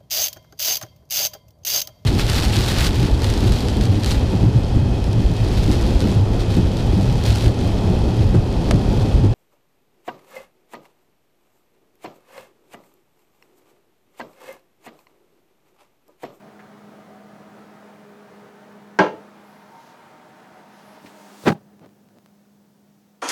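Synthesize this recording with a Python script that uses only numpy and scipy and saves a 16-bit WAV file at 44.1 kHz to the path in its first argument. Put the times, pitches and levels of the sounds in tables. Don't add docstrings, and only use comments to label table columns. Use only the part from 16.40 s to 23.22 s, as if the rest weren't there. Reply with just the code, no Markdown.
import sys
import numpy as np
from scipy import signal
from scipy.fft import rfft, irfft, next_fast_len
from scipy.io import wavfile
from scipy.ndimage import uniform_filter1d

SR = 44100
rng = np.random.default_rng(int(sys.argv[2]) if len(sys.argv) > 2 else 0)


def pcm_store(signal):
    levels = np.round(np.clip(np.atleast_2d(signal), -1, 1) * 32767)
    wavfile.write(sys.argv[1], SR, levels.astype(np.int16).T)


def to_linear_factor(level_db):
    exponent = np.asarray(level_db, float) / 20
    return 10 ** exponent


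N = 300673

# (time [s], strength [dB])
CONTACTS = [
    (2.5885, -9.5),
    (2.5916, -10),
    (2.599, -11.5),
    (2.617, -20),
    (2.665, -27),
]
# (time [s], spot number)
MIC_SPOTS = [
    (0, 0),
    (1.2, 0),
    (1.6, 1),
    (2.7, 1),
    (3.3, 2),
    (4.4, 2),
    (5.1, 3),
    (6.82, 3),
]
JOLT_S = 5.082
LANDS_S = 5.142


def knock():
    return filtered(impact_modes() + tile_wash(), 2, 110, "high") + crack()


def impact_modes():
    # (frequency [Hz], level [dB], t60 [s])
    lid_tank_modes = [(191, 0, 0.18), (308, -12.5, .3), (376, -9, 0.2), (413.4, -16.5, .55), (465, -13, 0.38),
                      (509, -3.5, 0.41), (541.6, -13, 0.32), (594, -12, 0.29), (640, -17.5, .19),
                      (672, -16, 0.25), (782, -15, .25), (817, -20.5, 0.3), (863, -9, 0.28), (894, -6.5, 0.44),
                      (945, -14.5, 0.16), (994, -8, .22), (1027, -8, 0.15), (1330, -20.5, 0.27),
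                  (1374, -15, 0.16), (1538, -8, 0.11), (1610, -3.5, 0.034), (1623, -15, .18),
                  (1837, -11.5, .22), (2125, -17, 0.13), (2510, -23.5, 0.14), (2773, -22.5, .26),
                  (3145, -23.5, 0.2), (3343, -22.5, .17),
                      (4040, -22, .14), (4825, -13.5, 0.079), (5200, -13, .15), (5615, -12, .12)]
    s, strength_db = np.transpose(CONTACTS)
    out = np.zeros(N)
    for hz, mode_db, t60_s in lid_tank_modes:
        uneven_db = rng.normal(0, 0.92, len(s))
        hits = clicks(s, to_linear_factor(strength_db + mode_db - 2.5 + uneven_db) * rng.choice([-1, 1]))
        r, w = to_linear_factor(-60 / (t60_s * SR)), 2 * np.pi * hz / SR
        out += signal.lfilter([0, np.sin(w)], [1, -2 * r * np.cos(w), r * r], hits)
    return filtered(out, 4, [120, 3000], "band")


def tile_wash():
    # (frequency [Hz], density [dB per Hz])
    wash_spectrum = [(80, -34.5), (180, -20), (350, -8.5), (600, -8), (950, -5), (1250, -13.5),
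                     (1600, -14.5), (2500, -18.5), (4400, -31.5), (6000, -35.5), (8000, -50), (11000, -61)]
    # (frequency [Hz], t60 [s])
    wash_t60 = [(100, 0.85), (260, 0.51), (700, 0.3), (1840, 0.25), (4850, 0.29)]
    noise = coloured(wash_spectrum)
    edges_hz = 60 * 2 ** np.arange(0, 8.1, .5)
    out = np.zeros(N)
    for low, high in zip(edges_hz, edges_hz[1:]):
        t60_s = at_hz(wash_t60, np.sqrt(low * high))
        out += to_linear_factor(-7) * filtered(noise, 2, [low, high], "band") * decay(CONTACTS[0][0], t60_s, rise_s=0.001)
    return out


def crack():
    noise = filtered(rng.standard_normal(N), 4, [2500, 7500], "band")
    noise += 4.5 * resonance(noise, 5100, 600)
    return to_linear_factor(-22.5) * noise * decay(CONTACTS[0][0], 0.018, rise_s=0.00084)


def taps():
    # (time [s], level [dB], t60 [s], frequency [Hz])
    tap_events = [
        (0.192, -47.5, 0.14, 1390),
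        (4.66, -48.5, 0.13, 2220),
        (4.661, -55, 0.055, 3640),
    ]
    white = rng.standard_normal(N)
    out = np.zeros(N)
    for s, db, t60_s, hz in tap_events:
        out += to_linear_factor(db + 3.0) * decay(s, t60_s, rise_s=0.0011) * narrow(white, hz, 0.71 * hz)
    return out


def handling():
    return jolt_scuff() + palm_thuds() + finger_ticks()


def jolt_scuff():
    # (frequency [Hz], density [dB per Hz])
    scuff_spectrum = [(22, -9), (70, -18.5), (130, -6.5), (250, -6.5), (450, -6.5), (800, -11),
                      (1200, -14.5), (1650, -20), (2500, -22.5), (4400, -30), (8000, -44), (17300, -58.5)]
    # (frequency [Hz], width [Hz], level [dB])
    case_modes = [(150, 70, 1.5), (346.3, 62, -3), (812, 27, 0.5), (1558, 350, -3)]
    rub = coloured(scuff_spectrum)
    even_rub = rub / np.sqrt(uniform_filter1d(rub ** 2, size=SR // 120))
    friction = bursts(slips(count=9)) * even_rub
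    scuff = 0.61 * friction + sum(to_linear_factor(db - 0.5) * resonance(friction, hz, w) for hz, w, db in case_modes)
    body = filtered(scuff, 2, 1100)
    dulling_db = -159.5 * np.maximum(np.arange(N) / SR - JOLT_S, 0)
    return body + to_linear_factor(dulling_db) * (scuff - body)


def slips(count):
    gap_s, length_s, jolt_db, uneven_db = .0092, .0078, -9.5, 0.8
    rise_db, first_loss_db, fall_db = 3.5, 2, 2
    k = np.arange(count) - 3
    chance = rng.normal(0, 1, (count, 2)) * (k != 0)[:, None]
    loss_db = np.where(k > 0, first_loss_db + fall_db * k, rise_db * k ** 2)
    level_db = jolt_db - loss_db + uneven_db * chance[:, 0]
    start_s = JOLT_S + gap_s * (k + 0.14 * chance[:, 1])
    return list(zip(start_s, level_db, length_s * np.where(k <= 0, 1.3, .8)))


def palm_thuds():
    # (time [s], strength [dB], length [s])
    thud_events = [(4.647, -47, 0.012), (4.67, -50, 0.038), (5.039, -36.5, .004), (5.152, -42.5, 0.017),
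                   (5.17, -46.5, 0.024), (5.215, -54, 0.01), (5.28, -62, 0.026), (5.34, -57, 0.016),
                   (5.427, -46.5, 0.025), (5.445, -43.5, 0.011), (5.465, -47, 0.014), (5.77, -50.5, 0.018)]
    return bursts(thud_events) * coloured([(80, -9.5), (140, 4), (300, -0.5), (600, -7), (1200, -18.5), (5000, -37)])


def finger_ticks():
    # (time [s], peak level [dB])
    tick_events = [
        (5.038, -39.5),
        (5.395, -44.5),
        (5.461, -43),
        (5.492, -49),
        (5.688, -48),
        (5.786, -44),
        (5.861, -40.5),
        (5.888, -54),
    ]
    s, peak_db = np.transpose(tick_events)
    return filtered(clicks(s, to_linear_factor(peak_db + 22)), 1, [130, 1300], "band")


def rustle():
    # (time [s], level [dB], length [s], share of top hiss [0-1])
    cloth_moves = [
        (3.136, -62, 0.12, .3),
        (3.28, -67.5, .12, 0.2),
        (3.456, -56.5, 0.14, .2),
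        (4.38, -59, 0.15, 0.25),
        (4.562, -57.5, 0.14, 0.3),
        (4.67, -61, .07, .9),
        (4.82, -56.5, 0.2, 0.8),
        (5.0, -53.5, 0.15, 0.76),
        (5.081, -44.5, 0.065, 0.7),
    ]
    # (frequency [Hz], density [dB per Hz])
    cloth_spectrum = [(880, -20), (1500, -32.5), (1610, -25.5), (2630, -10), (6950, -6), (10700, -15),
                      (16400, -15), (17300, -17.5)]
    cloth = coloured(cloth_spectrum)
    dull = filtered(cloth, 4, 7000)
    moving = np.clip((LANDS_S - np.arange(N) / SR) / .008 + 1, 0, 1) * to_linear_factor(0.7 * drift(25))
    out = np.zeros(N)
    for s, db, length_s, top in cloth_moves:
        out += bursts([(s, db, length_s)]) * (dull + np.clip(top, 0, 1) * (cloth - dull))
    return moving * out


def sleeve_slides():
    # (time [s], level [dB], length [s], frequency [Hz])
    slide_events = [
        (3.1, -73, .14, 11500),
        (3.38, -74, 0.27, 11300),
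        (4.36, -73, 0.0644, 10800),
        (4.494, -67.5, 0.11, 11000),
    ]
    white = rng.standard_normal(N)
    return sum(bursts([(s, db, length_s)]) * narrow(white, hz, 2500) for s, db, length_s, hz in slide_events)


def fan():
    return air_rush() + fan_rumble() + blade_tone()


def air_rush():
    # (frequency [Hz], density [dB per Hz])
    rush_spectrum = [(130, -15), (220, -4), (264, -10), (302, -9.5), (415, -8.5), (534, -12.5), (631, -6),
                     (698, -12.5), (759, -8), (959, -11.5), (1510, -13), (2800, -24), (12000, -41.5),
                     (15600, -52.5), (22000, -120)]
    # (frequency [Hz], width [Hz], level at the first two spots [dB], level from the third spot
    # on [dB])
    duct_modes = [(628, 44, -12.5, -22.5), (744.8, 14, -9, -8.5), (1250, 38, -17.5, -26.5),
                  (411, 12, -7.5, -25), (313, 20, -12.5, -19.5), (480, 30, -9.5, -30.5),
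                  (910.4, 86, -22.5, -14)]
    rush_at_spot = [-48.5, -49, -49, -48.5]
    spot, = curves(MIC_SPOTS)
    low, since_s = lowering()
    shade_db = -20 + 6.5 * np.exp(-since_s / .4)
    rush_db = np.interp(spot, np.arange(len(rush_at_spot)), rush_at_spot) + low * shade_db
    away = np.clip(spot - 1, 0, 1)
    air = coloured(rush_spectrum)
    ducted = air.copy()
    for hz, width_hz, near_db, far_db in duct_modes:
        mode_db = near_db + away * (far_db - near_db) + 14.0 + 3 * drift(3)
        ducted += to_linear_factor(mode_db) * resonance(air, hz, width_hz)
    return to_linear_factor(rush_db + 0.7 * drift(11)) * restroom(unit(ducted), t60_s=0.27, wet_db=-5.0)


def fan_rumble():
    # (frequency [Hz], density [dB per Hz])
    rumble_spectrum = [(20, -19), (45, -17), (70, -19), (110, -11.5), (170, -5.5), (260, -10.5),
                       (750, -20.5), (1500, -52.5)]
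    rumble_at_spot = [-51.5, -55, -56.5, -66]
    spot, = curves(MIC_SPOTS)
    low, since_s = lowering()
    high_db = np.interp(spot, np.arange(len(rumble_at_spot)), rumble_at_spot)
    rumble_db = (1 - low) * high_db + low * (-54 - 3.5 * since_s)
    return to_linear_factor(rumble_db - 3.0 + 1.3 * drift(12)) * coloured(rumble_spectrum)


def blade_tone():
    # (time [s], distance from the wall [m])
    wall_path = [
        (0, 0.11),
        (.5, .05),
        (3.12, 0.14),
        (3.35, 0.36),
        (4.55, 0.57),
        (4.7, .23),
        (5.14, 0.17),
        (5.55, 0.33),
        (6.2, .29),
        (6.82, 0.33),
    ]
    tone_hz, sag_hz_per_s, tone_db = 206.3, 0.37, -51.5
    distance_m, = curves(wall_path)
    standing = np.cos(2 * np.pi * tone_hz * distance_m / 343)
    hz = tone_hz - sag_hz_per_s * np.arange(N) / SR + 0.34 * drift(19)
    phase = 2 * np.pi * np.cumsum(hz) / SR
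    return np.sqrt(2) * standing * to_linear_factor(tone_db + 1.3 * drift(8.6)) * np.sin(phase)


def lowering():
    since_s = np.arange(N) / SR - LANDS_S
    return np.clip(since_s / 0.055 + 1, 0, 1), np.maximum(since_s, 0)


def restroom(x, t60_s, wet_db):
    spot, = curves(MIC_SPOTS)
    t = np.arange(SR // 2) / SR
    tail = to_linear_factor(-60 * t / t60_s) * (t > .008)
    wet = np.zeros(N)
    for k in range(4):
        echo = signal.fftconvolve(x, unit(tail * rng.standard_normal(len(tail))))[:N]
        wet += np.sqrt(np.clip(1 - abs(spot - k), 0, 1)) * unit(echo)
    y = x + to_linear_factor(wet_db) * wet
    return y / np.sqrt(uniform_filter1d(y ** 2, size=SR // 2, mode="reflect"))


def mic_hiss():
    # (frequency [Hz], density [dB per Hz])
    hiss_spectrum = [(1000, -1), (3000, 0), (6000, 0), (10000, -5), (14000, -2.5), (17300, -2)]
    return to_linear_factor(-70.5 + 1.0) * coloured(hiss_spectrum)


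def unit(x):
    return x / np.sqrt(np.mean(x ** 2) + 1e-20)


def curves(rows):
    s, *columns = np.transpose(rows)
    return [np.interp(np.arange(N) / SR, s, c) for c in columns]


def at_hz(points, hz):
    point_hz, value = np.transpose(points)
    return np.interp(np.log(hz), np.log(point_hz), value)


def coloured(spectrum):
    size = next_fast_len(N)
    hz = np.maximum(np.arange(size // 2 + 1) * SR / size, 1)
    below_oct = np.log2(np.maximum(spectrum[0][0] / hz, 1))
    above_oct = np.log2(np.maximum(hz / spectrum[-1][0], 1))
    gain = to_linear_factor(at_hz(spectrum, hz) - 30 * (below_oct + above_oct))
    return unit(irfft(rfft(rng.standard_normal(N), size) * gain, size)[:N])


def drift(rate_hz):
    return np.interp(np.arange(N) / SR * rate_hz, np.arange(400), rng.standard_normal(400))


def filtered(x, order, hz, kind="low"):
    return signal.sosfilt(signal.butter(order, hz, kind, fs=SR, output="sos"), x)


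def resonance(x, hz, width_hz):
    r = np.exp(-np.pi * width_hz / SR)
    poles = [1, -2 * r * np.cos(2 * np.pi * hz / SR), r * r]
    return signal.lfilter([(1 - r * r) / 2, 0, (r * r - 1) / 2], poles, x)


def narrow(x, hz, width_hz):
    return unit(resonance(resonance(x, hz, width_hz), hz, width_hz))


def decay(s, t60_s, rise_s):
    t = np.maximum(np.arange(N) / SR - s, 0)
    return (1 - np.exp(-t / rise_s)) * to_linear_factor(-60 * t / t60_s)


def bursts(rows):
    t = np.arange(N) / SR
    return sum(to_linear_factor(db) * np.exp(-2 * ((t - s) / length_s) ** 2) for s, db, length_s in rows)


def clicks(times_s, gains):
    out = np.full(N, 1e-18)
    out[[round(s * SR) for s in times_s]] = gains
    return out


def scene():
    return (knock() + taps() + handling() + rustle() + sleeve_slides() + fan() + mic_hiss())[None]


def band_limit(x):
    return signal.sosfilt(signal.butter(12, 17430, fs=SR, output="sos"), x)


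def record(dry):
    loud = 1.335 * np.tanh(dry / 1.274)
    thin = filtered(loud, 3, 85, "high") + to_linear_factor(-14) * filtered(loud, 3, 85)
    return band_limit(np.clip(thin, -1, 1))


dry = scene()
out = record(dry)
pcm_store(out)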